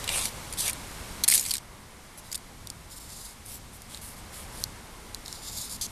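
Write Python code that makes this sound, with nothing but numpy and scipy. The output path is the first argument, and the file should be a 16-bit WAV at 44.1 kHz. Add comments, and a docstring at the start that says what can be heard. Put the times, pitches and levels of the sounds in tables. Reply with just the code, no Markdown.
"""A steel spoon scrapes yogurt off a foil lid in two strokes of stick-slip friction, close by, outdoors.
The lid crinkles as it is put down, its creases buckling one after another. A thin plastic cup gives dry
ticks as it is handled and the spoon taps its rim; fingers slide on its wall and a sleeve swishes.
Behind it all lies outdoor background noise, a soft rush with a low rumble, turned down by the recorder's
automatic gain at the loud crinkle and later swelling gently."""
import sys
import numpy as np
from scipy import signal
from scipy.fft import rfft, irfft, next_fast_len
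from scipy.io import wavfile
from scipy.ndimage import map_coordinates

SR = 44100
rng = np.random.default_rng(int(sys.argv[2]) if len(sys.argv) > 2 else 0)


def store_pcm(level_fs):
    """Save levels as 16-bit WAV."""
    pcm = np.round(np.clip(level_fs, -1, 1) * 32767).astype(np.int16)
    wavfile.write(sys.argv[1], SR, np.atleast_2d(pcm).T)


N = 260631
T = np.arange(N) / SR

# Levels in the tables are relative; each source sets its own overall gain.
# outdoor background, with the automatic gain's drop at the crinkle written in: time_s, rush_db, hiss_db
BACKGROUND_LEVELS = [(0, -43, -41.5), (.35, -46.5, -45), (1.2, -47, -45.5), (1.6, -53, -54.5),
                     (3.7, -55, -53), (4.15, -51.5, -52), (4.55, -48.5, -49), (4.85, -51, -52),
                     (5.9, -52, -49)]
# spectra of its three bands: frequency_hz, gain_db
RUMBLE_SPECTRUM = [(12, -8.5), (32, 1), (60, -1), (105, -3), (150, -8.5), (220, -7.5), (350, -21.5),
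                   (800, -48)]
RUSH_SPECTRUM = [(120, -8.5), (300, -0.5), (700, -1), (1000, 1), (1400, -3.5), (1900, -5.5), (2200, -3),
                 (2500, -13.5), (5000, -21), (12000, -31)]
HISS_SPECTRUM = [(1000, -13.5), (2600, 3), (4800, 2.5), (6500, 1), (9000, 2), (11500, -1), (14000, -8)]
# rubbing gestures: start_s, length_s, level_db, fastest_at_fraction, brightness_db
SLEEVE_SWISHES = [(2.17, 0.036, -44.5, 0.45, -1), (3.44, 0.15, -41.5, 0.62, 1.5),
                  (3.718, 0.064, -47, 0.54, 5), (3.885, 0.12, -44.5, 0.4, -5), (4.012, 0.15, -43, 0, 1),
                  (4.155, .055, -50, 0.6, 0), (4.32, 0.15, -43.5, 0.22, -1.5), (4.5, 0.15, -44, 0.86, -2)]
FINGER_SLIDES = [(2.235, 0.099, -53, .7, 2), (2.9, 0.06, -46, 0.25, 4), (2.96, 0.03, -42, 0.3, 7),
                 (2.998, .055, -44, .5, 4), (3.04, .3, -44.5, 0.44, 1.5), (5.25, 0.18, -46.5, 0.1, -4),
                 (5.42, 0.089, -40.5, 0.86, -3), (5.51, 0.18, -38.5, 0.4, 0.5), (5.693, 0.077, -37, .55, 4)]
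YOGURT_DRAGS = [(0.076, 0.21, -34.5, 0, 7), (0.625, 0.08, -32, 0.88, -4)]
SPOON_STROKES = [(0.095, 0.2, -27.5, 0.4, 0.5), (0.572, 0.143, -26, 0.45, -2)]
# spectra of the rubbed or buckling materials: frequency_hz, gain_db
CLOTH_SPECTRUM = [(1500, -14.5), (3500, -4.5), (6500, -5), (9000, 1), (11000, 0.5), (14000, -6)]
FINGERTIP_SPECTRUM = [(2000, -26), (2900, -18), (3300, -6.5), (4500, -5.5), (5300, -5.5), (6400, 0),
                      (7500, -2), (8400, -6), (9800, -5.5), (11600, -5), (12600, -15), (14000, -18)]
FOIL_SPECTRUM = [(300, -35), (1400, -20.5), (2100, -9.5), (2900, -9.5), (3500, -6.5), (4300, -3.5),
                 (5200, -4.5), (6200, -6.5), (7300, -4.5), (8400, -2), (9600, -2.5), (11000, -3.5),
                 (12500, -8.5), (14000, -12.5)]
YOGURT_SPECTRUM = [(100, 5), (250, -5), (600, 1.5), (1100, 4), (1600, -7), (2400, 6.5), (3600, 3),
                   (6000, -32)]
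RASP_SPECTRUM = [(800, -32), (1700, -15), (2400, -13.5), (4000, 0), (5500, -3), (7600, -1), (8600, 1.5),
                 (10500, 0), (12000, -4), (14000, -14)]
# resonances of the cup wall: centre_hz, bandwidth_hz, gain_db
CUP_MODES = [(3830, 770, -1), (4690, 510, -2), (5220, 260, -0.5), (6500, 610, -7), (7210, 580, 0),
             (8500, 700, -3.5), (9630, 660, -1.5), (10400, 550, -5), (12000, 870, -5), (12800, 1200, -24)]
# handling ticks and, at 4.64 and 5.15 s, spoon taps on the rim: start_s, level_db, ring_hz, brightness_db
CUP_TICKS = [(2.6721, -33.5, 5600, 0), (2.7013, -29.5, 4580, 1), (3.4618, -39, 8830, 10),
             (3.8195, -40.5, 10700, 7), (3.9463, -33.5, 3900, -11), (3.9737, -39, 4000, -2),
             (4.639, -20, 4200, -4.5), (5.1465, -28, 4100, -3.5), (5.26, -34.5, 4020, -7),
             (5.2807, -33, 4300, -12), (5.3272, -30.5, 5500, 0)]
# creases of the lid buckling: start_s, level_db, ring_hz, brightness_db
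FOIL_SNAPS = [(0.0418, -29.5, 3970, -6), (0.0775, -24.5, 2840, -12), (0.0908, -19.5, 2850, -12),
              (0.2548, -22.5, 10200, -4), (0.526, -30, 9050, -2), (0.536, -31, 4610, -1),
              (0.6795, -23, 8700, 4), (0.6965, -26, 8700, 7), (0.7313, -29, 9160, -4),
              (1.2368, -19, 4070, 4), (1.2388, -17.5, 4250, 4), (1.2435, -23.5, 10500, -7),
              (1.279, -17, 11000, -4), (1.282, -16.5, 8180, 8), (1.2852, -12, 8350, 4),
              (1.2952, -23, 8400, -2), (1.3, -16.5, 8350, 3), (1.3145, -17, 11460, 9),
              (1.3203, -19, 8940, 7), (1.324, -19.5, 2110, -6), (1.3378, -21, 8500, 0),
              (1.345, -15.5, 10720, -1), (1.3488, -19, 8940, -2), (1.3532, -16, 8660, 5),
              (1.3955, -24, 5500, 10), (1.41, -24, 5070, 13), (1.452, -30, 8700, -3),
              (1.462, -27.5, 8400, -3), (1.495, -31, 4570, -5), (1.499, -33, 4400, -7),
              (1.5088, -21, 4700, 4), (1.5135, -21.5, 4500, -3), (1.5378, -20.5, 8200, 2),
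              (1.5445, -28, 8100, -5), (1.5535, -25, 6930, -4), (1.5675, -29.5, 8180, 0),
              (1.581, -31.5, 8270, -2), (2.3163, -34.5, 4700, 0), (2.3245, -35, 4700, 7),
              (2.3278, -27.5, 9360, 6), (2.3453, -31, 9400, -3), (2.352, -31, 9300, 3),
              (2.3548, -27.5, 9800, 8), (2.377, -42, 10010, 2)]

PRESS_START_S, PRESS_HOLD_S, PRESS_END_S = 1.308, 0.049, 1.568  # the lid is pressed, held and let go


def amp(db):
    """Amplitude ratio of a level in decibels."""
    return 10 ** (np.asarray(db) / 20)


def unit(x):
    """Normalisation to an rms of 1."""
    return x / np.sqrt(np.mean(x ** 2) + 1e-20)


def wobble(rate_hz):
    """Random modulation: a smooth curve through rate_hz Gaussian values a second."""
    return map_coordinates(rng.standard_normal(int(N * rate_hz / SR) + 4), [T * rate_hz])


def gate(start_s, end_s, edge_s):
    """Trapezoidal envelope of a contact."""
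    return np.clip(np.minimum(T - start_s, end_s - T) / edge_s + .5, 0, 1)


def contour(spectrum):
    """Spectral envelope: gain interpolated in decibels over log frequency."""
    corner_hz, db = np.transpose(spectrum)
    return lambda hz: amp(np.interp(np.log(hz), np.log(corner_hz), db))


def tilted(body, brightness_db):
    """Shelving: a smooth step of brightness_db, centred on 6200 Hz, applied to a body's response."""
    return lambda hz: body(hz) * amp(brightness_db * np.tanh(2 * np.log2(hz / 6200)) / 2)


def colour(x, gain):
    """Minimum-phase filtering: folding the cepstrum gives a causal response of magnitude gain(hz)."""
    size = 2 * next_fast_len(len(x) // 2 + 2048)
    cepstrum = irfft(np.log(gain(np.fft.rfftfreq(size, 1 / SR) + 1)))
    cepstrum[1:size // 2] *= 2
    cepstrum[size // 2 + 1:] = 0
    return irfft(rfft(x, size) * np.exp(rfft(cepstrum)), size)[:len(x)]


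def flexing(x, depth_db, width_hz, life_s):
    """Time-varying filtering: a bending sheet has moving peaks and notches, each lasting about life_s."""
    hz, t, spectrogram = signal.stft(x, SR, nperseg=128)
    knots = rng.standard_normal((200, 2000))
    grid = np.meshgrid(hz / width_hz, t / life_s, indexing="ij")
    ripple_db = depth_db * map_coordinates(knots, grid, mode="mirror")
    return signal.istft(spectrogram * unit(amp(ripple_db)), SR, nperseg=128)[1][:N]


def friction(body, slips_per_s, spread_db, smooth, size=N):
    """Stick-slip friction: uneven impulses and a share of smooth noise excite a body; rms 1."""
    strengths = amp(spread_db * np.clip(rng.standard_normal(size), -2, 2))
    signs = rng.choice([-1, 1], size)
    slips = unit(strengths * signs * (rng.random(size) < slips_per_s / SR))
    return unit(colour(slips + smooth * rng.standard_normal(size), body))


def rubbing(gestures, body, exponent, **texture):
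    """Friction noise grows as a power of sliding speed, which rises and falls once in each gesture."""
    out = np.zeros(N + SR)
    t = np.arange(SR // 2) / SR
    for start_s, length_s, level_db, fastest_at, brightness_db in gestures:
        fastest_s = length_s * np.clip(fastest_at, .05, .95)
        speed = np.sin(np.interp(t, [0, fastest_s, length_s], [0, 1, 0]) * np.pi / 2)
        rub = friction(tilted(body, brightness_db), size=len(t), **texture)
        out[round(start_s * SR):][:len(t)] += amp(level_db) * speed ** exponent * rub
    return out[:N]


def shell_pops(events, body, drive_s, crack_t60_s, tail_db, tail_t60_s, ring_db, ring_t60_s):
    """Transient response of a thin shell: after a jolt of drive_s, dense modes decay and one rings."""
    out = np.zeros(N + SR)
    t = np.arange(SR // 16) / SR
    onset = slice(int(.003 * SR))  # the first 3 ms set each pop's level
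    decay = amp(-60 * np.maximum(t - drive_s, 0) / crack_t60_s) + amp(tail_db - 60 * t / tail_t60_s)
    ring_envelope = amp(-60 * t / ring_t60_s) * (1 - np.exp(-t / 0.00031))
    for start_s, level_db, ring_hz, brightness_db in events:
        crack = colour(decay * rng.choice([-1, 1], len(t)), tilted(body, brightness_db))
        ring = np.sin(2 * np.pi * ring_hz * t) * ring_envelope
        ring_gain = amp(ring_db - 0.39 * brightness_db)  # dull pops ring more
        pop = crack / np.std(crack[onset]) + ring_gain * ring / np.std(ring[onset])
        out[round(start_s * SR):][:len(t)] += amp(level_db) * pop / np.std(pop[onset])
    return out[:N]


def outdoor_background():
    """Broadband noise on a set level curve: automatic gain lowers it at the crinkle; later it swells."""
    def noise(spectrum):
        return unit(colour(rng.standard_normal(N), contour(spectrum)))

    time_s, *levels = np.transpose(BACKGROUND_LEVELS)
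    rush_db, hiss_db = [np.interp(T, time_s, db) for db in levels]
    calm_hiss_db = -54
    rumble_db = -50 + 0.58 * (hiss_db - calm_hiss_db)  # the rumble follows the hiss
    rumble = amp(rumble_db + .8 * wobble(5.53)) * noise(RUMBLE_SPECTRUM)
    rush = amp(rush_db + 1 + 0.16 * wobble(5.55)) * noise(RUSH_SPECTRUM)
    return rumble + rush + amp(hiss_db) * noise(HISS_SPECTRUM)


def sleeve():
    """Friction of cloth on cloth as the arm lifts the cup; moving folds shift the spectrum."""
    brush = rubbing(SLEEVE_SWISHES, contour(CLOTH_SPECTRUM), exponent=0.81,
                    slips_per_s=2600, spread_db=9, smooth=1.6)
    return flexing(brush, depth_db=2.5, width_hz=620, life_s=0.068)


def cup_wall(hz):
    """Modal response: broad resonances add in power; the small shell barely radiates below the first."""
    power = sum(amp(db) ** 2 / (1 + (2 * (hz - centre) / width) ** 2) for centre, width, db in CUP_MODES)
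    return np.sqrt(power / (1 + (3420 / hz) ** 22)) + amp(-38)


def fingertip_slip():
    """Friction noise decays exponentially as a fingertip slips off the cup and slows."""
    start_s, length_s, fade_db_per_s = 5.812, .056, 174
    touch = gate(start_s, start_s + length_s, edge_s=0.0027)
    slowing = amp(-28.5 - fade_db_per_s * np.maximum(T - start_s, 0))
    rub = friction(contour(FINGERTIP_SPECTRUM), slips_per_s=4100, spread_db=0, smooth=1.8)
    return touch * slowing * rub


def cup():
    """A damped plastic shell ticks as it is handled and the spoon taps its rim; sliding fingers hiss."""
    ticks = shell_pops(CUP_TICKS, cup_wall, drive_s=0.00047, crack_t60_s=.0035,
                       tail_db=-12, tail_t60_s=.021, ring_db=-5.5, ring_t60_s=0.0079)
    flutter = amp(1.76 * wobble(60))
    slides = rubbing(FINGER_SLIDES, cup_wall, exponent=0.35, slips_per_s=2500, spread_db=-2.5, smooth=1)
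    fingers = flutter * slides + fingertip_slip()
    return amp(-1) * ticks + flexing(fingers, depth_db=2.5, width_hz=270, life_s=.12)


def crackle_db(time_s):
    """Relaxation: the lid's crackle is steady under the press, then its level settles exponentially."""
    pressed_db, settled_db, relax_s = -24.5, -40.5, .055
    released_s = np.maximum(time_s - PRESS_START_S - PRESS_HOLD_S, 0)
    return settled_db + (pressed_db - settled_db) * np.exp(-released_s / relax_s)


def small_creases():
    """Foil buckles at jittered intervals, scattered about the crackle's level; rows as FOIL_SNAPS."""
    count, creases_per_s, brightness_db = 100, 130, 3
    jitter, strength, panel = rng.standard_normal((count, 3)).T
    start_s = PRESS_START_S + (np.arange(count) + .5 + np.tanh(jitter) / 2) / creases_per_s
    level_db = crackle_db(start_s) + 0.5 + 4.5 * strength
    ring_hz = 7660 * 2 ** (.35 * panel)
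    return [(s, db, hz, brightness_db) for s, db, hz in zip(start_s, level_db, ring_hz) if s < PRESS_END_S]


def foil_lid():
    """Creases buckle under the spoon, then over fine crackle in the press, then as the cup nudges them."""
    foil = contour(FOIL_SPECTRUM)
    snaps = shell_pops(FOIL_SNAPS + small_creases(), foil, drive_s=0.001, crack_t60_s=.017,
                       tail_db=0, tail_t60_s=.027, ring_db=-5, ring_t60_s=0.014)
    press = gate(PRESS_START_S, PRESS_END_S, edge_s=.006) * amp(crackle_db(T))
    crackle = press * friction(tilted(foil, 1.3), slips_per_s=2500, spread_db=2.5, smooth=0.59)
    return flexing(snaps + crackle, depth_db=3.5, width_hz=320, life_s=.03)


def spoon():
    """Stick-slip friction: the edge chatters over embossed foil and drags the yogurt ahead of it."""
    chatter = amp(1.5 * wobble(130.2))
    rasp = rubbing(SPOON_STROKES, contour(RASP_SPECTRUM), exponent=0.34,
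                   slips_per_s=3000, spread_db=3, smooth=0.72)
    drag = rubbing(YOGURT_DRAGS, contour(YOGURT_SPECTRUM), exponent=0.56,
                   slips_per_s=1000, spread_db=5.5, smooth=1)
    return flexing(amp(-2.5) * chatter * (rasp + drag), depth_db=4, width_hz=355, life_s=0.0341)


def scene():
    """Superposition in a free field: the sources add at one point, without reflections."""
    return (spoon() + foil_lid() + cup() + sleeve() + outdoor_background())[None]


def record(dry):
    """Band limiting: a steep low-pass filter removes the highest treble."""
    cutoff_hz, transition_hz = 14150, 400
    size = next_fast_len(N + SR // 2)
    hz = np.fft.rfftfreq(size, 1 / SR)
    passband = np.clip((cutoff_hz - hz) / transition_hz + .5, 0, 1)
    return irfft(rfft(dry, size) * passband, size)[:, :N]


dry = scene()
out = record(dry)
store_pcm(out)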